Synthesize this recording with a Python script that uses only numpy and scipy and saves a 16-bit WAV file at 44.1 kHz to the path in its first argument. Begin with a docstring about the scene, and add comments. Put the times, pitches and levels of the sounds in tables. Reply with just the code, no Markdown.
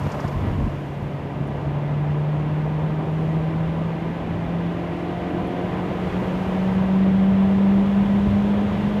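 """The exhaust of a four-cylinder car booms in the cabin as it accelerates into a road tunnel.
The boom is a sine at the firing rate, swelling at modes; a growl of engine orders and gas noise join it.
Tyres, rushing air and seals are coloured noise that eases into the tunnel; tread and air leak sing.
Bumps strike decaying body modes, loose trim ticks in bright bursts and wind tears past the mirrors."""
import sys
import numpy as np
from scipy import signal
from scipy.fft import rfft, irfft
from scipy.io import wavfile

SR = 44100
rng = np.random.default_rng(int(sys.argv[2]) if len(sys.argv) > 2 else 0)


def wav_out(sig):
    """Save sig, one row per channel (or a flat mono array), as 16-bit PCM at SR to the path in sys.argv[1]."""
    wavfile.write(sys.argv[1], SR, np.round(np.clip(np.atleast_2d(sig).T, -1, 1) * 32767).astype(np.int16))


N = 396900
TIME_S = np.arange(N) / SR


def from_db(db):
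    """Decibels to amplitude gain."""
    return 10 ** (np.asarray(db) / 20)


def rms_one(x):
    """Scale to unit power."""
    return x / np.sqrt(np.mean(x ** 2) + 1e-20)


def lift(hz, resonances):
    """Gain in dB of a set of bell-shaped resonances at a frequency."""
    return sum(db / (1 + (2 * (hz - centre) / width) ** 2) for centre, width, db in resonances)


def dying(end_s, release_s):
    """Envelope: full until end_s, then an exponential release."""
    return np.exp(-np.maximum(TIME_S - end_s, 0) / release_s)


def held(start_s, end_s, attack_s, release_s):
    """Envelope: straight attack, hold, exponential release."""
    return np.clip((TIME_S - start_s) / attack_s, 0, 1) * dying(end_s, release_s)


def swell(centre_s, half_s):
    """Envelope: a smooth rise and fall around a moment."""
    return np.exp(-((TIME_S - centre_s) / half_s) ** 2)


def drift(corner_hz):
    """Slow random wander with spread 1: two-pole low-passed noise."""
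    step = 40  # samples between drawn values
    pole = np.exp(-2 * np.pi * corner_hz * step / SR)
    settle = 2000  # filter start-up, dropped
    draws = rng.standard_normal(N // step + settle + 2)
    slow = signal.lfilter([1], [1, -2 * pole, pole ** 2], draws)[settle:]
    return np.interp(np.arange(N) / step, np.arange(len(slow)), rms_one(slow))


def resonant_noise(hz, width_hz):
    """Noise twice through one resonance, rms 1."""
    b, a = signal.iirpeak(hz, hz / width_hz, fs=SR)
    once = signal.lfilter(b, a, rng.standard_normal(N))
    return rms_one(signal.lfilter(b, a, once))


# Reflections between glass and dashboard. Each row: centre in Hz, lift in dB.
GLASS_RIPPLE = [(780, 8), (895, 6), (995, 4.5), (1210, 2.5), (1560, 3.5), (1710, 4.5), (1940, 6), (2110, 3),
                (2380, 1), (2790, 4), (3020, 4), (3320, 3.5), (3555, 2), (4120, 1)]


def cabin_noise(spectrum, ripple_width_hz=65):
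    """Noise of a given colour, rippled by cabin reflections, rms 1."""
    hz, db = np.transpose(spectrum)
    bins_hz = np.maximum(np.arange(N // 2 + 1) * SR / N, 1)
    colour_db = np.interp(np.log(bins_hz), np.log(hz), db, left=-90, right=-90)
    ripples = [(centre, ripple_width_hz, lift_db) for centre, lift_db in GLASS_RIPPLE]
    gain = from_db(colour_db + lift(bins_hz, ripples))
    return rms_one(irfft(rfft(rng.standard_normal(N)) * gain, N))


CRUISE_HZ, PULL_AT_S, CLIMB_HZ_PER_S, DRAG_HZ_PER_S2 = 141.9, 1.5, 9.41, 0.1
THROTTLE_AT_S, THROTTLE_OPENS_S = 1.08, 0.71


def drive():
    """Throttle (0-1) and firing rate (Hz): cruise, then a pull in one gear, its climb eaten by drag."""
    throttle = np.clip((TIME_S - THROTTLE_AT_S) / THROTTLE_OPENS_S, 0, 1)
    pulling_s = np.maximum(TIME_S - PULL_AT_S, 0)
    return throttle, CRUISE_HZ + CLIMB_HZ_PER_S * pulling_s - DRAG_HZ_PER_S2 * pulling_s ** 2


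def mirror_wind(firing_hz, top_db=-52, steepness=6.6):
    """Air tearing past the mirrors grows steeply with speed, which follows the revs in one gear."""
    speed = firing_hz / firing_hz.max()
    return from_db(top_db) * speed ** steepness * resonant_noise(hz=3260, width_hz=1000)


# Ticks of loose trim. Each row: start in seconds, level in dB, noise centre in Hz.
TRIM_TICKS = [(.035, -59, 6000), (.116, -46.5, 5700), (.2, -47, 5200), (.276, -49.5, 5100),
              (1.023, -66, 11800), (1.472, -64, 9400), (5.47, -64, 10500)]


def trim_ticks(rise_s=0.004, width_hz=2800):
    """Plastic parts chafe in short bright noise bursts."""
    out = np.zeros(N)
    for start_s, db, hz in TRIM_TICKS:
        age = np.maximum(TIME_S - start_s, 0) / rise_s
        envelope = age * np.exp(1 - age)  # peaks at 1 after rise_s
        out += from_db(db) * envelope * resonant_noise(hz, width_hz)
    return out


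LEAK_DB, LEAK_ENDS_S, LEAK_RELEASE_S = -70, 0.3, 0.25


def air_leak():
    """Thin whistle of an air leak, a narrow noise band dying away at the tunnel mouth."""
    return from_db(LEAK_DB) * dying(LEAK_ENDS_S, LEAK_RELEASE_S) * resonant_noise(hz=12200, width_hz=900)


TREAD_OUTSIDE_DB, TREAD_INSIDE_DB, TREAD_ENDS_S, TREAD_RELEASE_S = -44.5, -61, 0.66, 0.024
TREAD_SURGE_S, TREAD_SURGE_HALF_S, TREAD_SURGE_DB = 0.648, 0.025, 9
TREAD_PATCHY_DB = 2.0


def singing_tread():
    """Tread sings as a noise band on the rough approach, surges once, then stays faint in the tunnel."""
    outside = from_db(TREAD_OUTSIDE_DB) * dying(TREAD_ENDS_S, TREAD_RELEASE_S)
    singing = from_db(TREAD_INSIDE_DB) + outside
    surge_db = TREAD_SURGE_DB * swell(TREAD_SURGE_S, TREAD_SURGE_HALF_S)
    flicker = from_db(TREAD_PATCHY_DB * drift(15) + surge_db)
    return singing * flicker * resonant_noise(hz=1000, width_hz=170)


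def ring(force, hz, t60_s):
    """A unit click sets a mode of height 1 ringing; it passes no steady pressure."""
    pole, angle = from_db(-60 / (t60_s * SR)), 2 * np.pi * hz / SR
    # the tiny offset avoids denormals
    return signal.lfilter([0.5, 0, -0.5], [1, -2 * pole * np.cos(angle), pole ** 2], force + 1e-18)


# Body modes. Each row: frequency in Hz, level in dB, 60 dB decay time in seconds.
BODY_MODES = [(48, -8, .12), (77, -1, 0.092), (96, 0.5, 0.21), (128, -10, 0.13), (216, -14, 0.052)]


def body(force, soft_hz):
    """Road force reaches the body modes through the soft suspension, a low-pass."""
    suspension = signal.butter(2, soft_hz, fs=SR, output="sos")
    softened = signal.sosfilt(suspension, force + 1e-18)
    return sum(from_db(db) * ring(softened, hz, t60_s) for hz, db, t60_s in BODY_MODES)


# Bumps in the road. Each row: time in seconds, level of the click of force in dB.
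ROAD_BUMPS = [(0.065, -24), (0.248, -21), (0.469, -19), (0.677, -25), (1.019, -28.5), (8.269, -17.5),
              (8.283, -18), (8.311, -21.5)]


def bumps():
    """Single blows to the floor, each a click of force."""
    blows = np.zeros(N)
    for time_s, db in ROAD_BUMPS:
        blows[round(time_s * SR)] = from_db(db)
    return body(blows, soft_hz=300)


SHAKE_DB, SHAKE_FROM_S, SHAKE_TO_S, SHAKE_ATTACK_S, SHAKE_RELEASE_S = -24.5, 0.31, 0.666, 0.041, 0.04


def broken_road(heave_db=-6, cavity_db=-7.5):
    """A broken stretch at the tunnel mouth shakes the body, the car heaves and the air in the tyres drones."""
    shake = rms_one(body(rng.standard_normal(N), soft_hz=428))
    heave = from_db(heave_db) * resonant_noise(hz=44.5, width_hz=13)
    cavity = from_db(cavity_db) * resonant_noise(hz=211, width_hz=61)
    envelope = held(SHAKE_FROM_S, SHAKE_TO_S, SHAKE_ATTACK_S, SHAKE_RELEASE_S)
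    return from_db(SHAKE_DB) * envelope * (shake + heave + cavity)


COARSE_DB, COARSE_ENDS_S, COARSE_RELEASE_S = -36.5, 0.2, 0.22


def coarse_asphalt(patchy_db=3.0):
    """Coarse open road gives the tyres a brighter, lumpy roar that fades into the tunnel."""
    level = from_db(COARSE_DB + patchy_db * drift(41)) * dying(COARSE_ENDS_S, COARSE_RELEASE_S)
    return level * resonant_noise(hz=694, width_hz=790)


# Road layers. Each row: settled cruising level in dB, dB per doubling of speed, gain at full throttle in dB,
# early excess in dB, time it starts to settle in seconds, time it is gone in seconds.
# Where the start lies after the end, the excess drops out at once at the end.
FLOOR_LEVEL = (-33, 4, 1.5, 7.5, 1.5, 0.08)
TYRES_LEVEL = (-36.5, 4.5, 3.5, 27, -6, 0.5)
AIR_LEVEL = (-46.5, 7.5, 0.9, 3.5, -0.56, 1)
SEALS_LEVEL = (-66, 11.5, -.8, 13.5, -0.56, 1.3)
# Swells and lulls. Each row: centre in seconds, half length in seconds,
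# then the change in rumble, roar, rush and hiss, each in dB.
ROAD_SWELLS = [(.47, 0.075, 3, 4.5, 2.5, -1), (1.552, 0.22, 1, 0.5, 0, 1), (3.22, 0.15, 1, -1, -.5, 1.5),
               (4.35, 0.54, 0, -1.5, 0.4, -1), (5.09, 0.32, -2, -1.3, 1, 0), (5.7, 0.23, 0.5, 0, 1.5, 0),
               (6.112, 0.069, 3, -.5, 2, 1), (6.38, 0.45, 1, 1.5, 2.2, 3), (7.202, 0.29, 1, -0.9, 0.4, -1),
               (8.2, 0.26, 3.5, -0.6, 0.3, 1), (8.8, 0.1, 4.5, -0.5, 1, 1)]


def road_levels(firing_hz, throttle):
    """Level in dB of each road layer, from speed, throttle, the way into the tunnel and the swells."""
    doublings = np.log2(firing_hz / CRUISE_HZ)
    levels_db = []
    for db, speed_db, throttle_db, excess_db, from_s, to_s in (FLOOR_LEVEL, TYRES_LEVEL, AIR_LEVEL, SEALS_LEVEL):
        settling_db = np.interp(TIME_S, [from_s, to_s], [excess_db, 0])
        levels_db.append(db + speed_db * doublings + throttle_db * throttle + settling_db)
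    swells_db = sum(np.outer(dbs, swell(centre_s, half_s)) for centre_s, half_s, *dbs in ROAD_SWELLS)
    return np.array(levels_db) + swells_db


# Noise colours. Each row: frequency in Hz, relative density in dB per Hz.
RUMBLE_SPECTRUM = [(20, -33.5), (30, -23), (42, -8), (60, -6.5), (80, -3.5), (98, -2.5), (125, -2.5),
                   (170, -1), (220, -3.5), (270, -16.5), (400, -33.5)]
ROAR_SPECTRUM = [(170, -23), (240, -4), (295, 3.5), (350, 0), (400, -1.5), (520, -2), (630, -0.5),
                 (760, -10), (870, -11.5), (1020, -9), (1200, -13), (1500, -19.5), (2500, -50)]
RUSH_SPECTRUM = [(800, -22), (1200, -0.5), (1500, 0), (1900, -0.5), (2400, -1), (3000, -6), (3500, -9.5),
                 (4100, -15.5), (5000, -23.5), (7000, -35), (10000, -43)]
HISS_SPECTRUM = [(2500, -15), (4500, 3), (5800, 0.5), (7000, -1), (8000, -5), (10000, -6.5), (12300, -7.5),
                 (14000, -10), (15200, -14.5)]
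RUMBLE_PATCHY_DB, ROAR_PATCHY_DB = 1.0, 1.0


def road_noise(phase, firing_hz, throttle, pulsing=0.091):
    """Tyres through the floor and the glass, a rush that pulses with the firings, air at the seals."""
    floor_db, tyres_db, air_db, seals_db = road_levels(firing_hz, throttle)
    rumble = from_db(floor_db + RUMBLE_PATCHY_DB * drift(17)) * cabin_noise(RUMBLE_SPECTRUM)
    # uneven asphalt makes the roar flicker
    roar = from_db(tyres_db + ROAR_PATCHY_DB * drift(29)) * cabin_noise(ROAR_SPECTRUM)
    rush = from_db(air_db) * cabin_noise(RUSH_SPECTRUM) * (1 + pulsing * np.cos(phase))
    hiss = from_db(seals_db) * cabin_noise(HISS_SPECTRUM)
    return rumble + roar + rush + hiss


SNARL_HZ, SNARL_WIDTH_HZ = 176, 11  # firing rates at which the engine snarls
RASP_DB = -39


def engine_rasp(phase, firing_hz):
    """In the snarl, gas noise puffs with every other firing."""
    snarl = np.exp(-(2 * (firing_hz - SNARL_HZ) / SNARL_WIDTH_HZ) ** 2)
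    puffs = 1 + 0.5 * np.cos(phase / 2)
    return from_db(RASP_DB) * snarl * puffs * resonant_noise(hz=300, width_hz=260)


# Cabin resonances that the orders sweep through. Each row: centre in Hz, width in Hz, lift in dB.
CABIN_MODES = [(102, 9, 7), (292, 24, 3), (388, 30, 4), (455, 30, 4), (510, 36, 3), (600, 22, 6),
               (714, 26, 4.5), (772, 32, 5)]
# Engine orders; quarters come from unequal cylinders.
# Each row: multiple of the firing rate, cruising level in dB rms, lift in the snarl in dB.
ENGINE_ORDERS = [(.5, -50.5, 0), (1.5, -51, 7), (1.75, -57, 18), (2, -45, 5), (2.25, -53, 2), (2.5, -53, 4),
                 (2.75, -55, 5), (3, -53, -2), (3.5, -56, 3), (4, -54, 8.5), (4.25, -61, 10), (4.5, -60, 3),
                 (4.75, -60, 0), (5, -54, -4), (6, -63, 0), (7, -65, 0)]
GROWL_THROTTLE_DB, GROWL_DB_PER_DOUBLING = 1, 3.5
ORDER_WAVER_HZ, ORDER_WAVER_DEPTH = 7, 0.31


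def engine_growl(phase, firing_hz, throttle):
    """Each order wavers on its own and swells in the snarl and as it passes a cabin resonance."""
    load_db = GROWL_THROTTLE_DB * throttle + GROWL_DB_PER_DOUBLING * np.log2(firing_hz / CRUISE_HZ)
    out = np.zeros(N)
    for multiple, db, snarl_db in ENGINE_ORDERS:
        cabin_lift_db = lift(multiple * firing_hz, CABIN_MODES)
        snarl_lift_db = lift(firing_hz, [(SNARL_HZ, SNARL_WIDTH_HZ, snarl_db)])
        angle = multiple * phase + 2 * np.pi * rng.random()
        in_phase = (1 + ORDER_WAVER_DEPTH * drift(ORDER_WAVER_HZ)) * np.sin(angle)
        quadrature = ORDER_WAVER_DEPTH * drift(ORDER_WAVER_HZ) * np.cos(angle)
        out += from_db(db + cabin_lift_db + snarl_lift_db) * (in_phase + quadrature)
    return np.sqrt(2) * from_db(load_db) * out  # sine peak from rms


# Exhaust and cabin modes the firing rate climbs through. Each row: centre in Hz, width in Hz, lift in dB.
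EXHAUST_MODES = [(147.66, 19.9, 16), (160.8, 10.7, 10.5), (170.2, 3.1, 7), (190.6, 11.8, 9.5),
                 (200.16, 24.6, 20)]
BOOM_DB, BOOM_THROTTLE_DB, BOOM_WAVER_DB = -45, 4, -49  # rms: away from any mode; gain; slow waver


def exhaust_boom(phase, firing_hz, throttle):
    """The firing tone swells at each mode that it crosses; it flutters, and breaks up where it is weak."""
    boom_db = BOOM_DB + BOOM_THROTTLE_DB * throttle + lift(firing_hz, EXHAUST_MODES)
    flutter = 0.11 * drift(12)
    waver = from_db(BOOM_WAVER_DB) * drift(16)
    height = from_db(boom_db) * (1 + flutter) + waver
    return np.sqrt(2) * height * np.sin(phase)  # sine peak from rms


def scene():
    """Everything heard in the cabin, as one channel."""
    throttle, firing_hz = drive()
    phase = 2 * np.pi * np.cumsum(firing_hz) / SR
    wind = mirror_wind(firing_hz) + air_leak()
    tyres = road_noise(phase, firing_hz, throttle) + coarse_asphalt() + singing_tread()
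    knocks = trim_ticks() + bumps() + broken_road()
    engine = engine_rasp(phase, firing_hz) + engine_growl(phase, firing_hz, throttle)
    return (wind + tyres + knocks + engine + exhaust_boom(phase, firing_hz, throttle))[None]


def record(dry, low_cut_hz=32, top_cut_hz=15250):
    """A small microphone loses the deepest bass; the top is cut steeply."""
    thin = signal.sosfilt(signal.butter(4, low_cut_hz, "high", fs=SR, output="sos"), dry)
    return signal.sosfilt(signal.ellip(12, 0.1, 90, top_cut_hz, fs=SR, output="sos"), thin)


dry = scene()
out = record(dry)
wav_out(out)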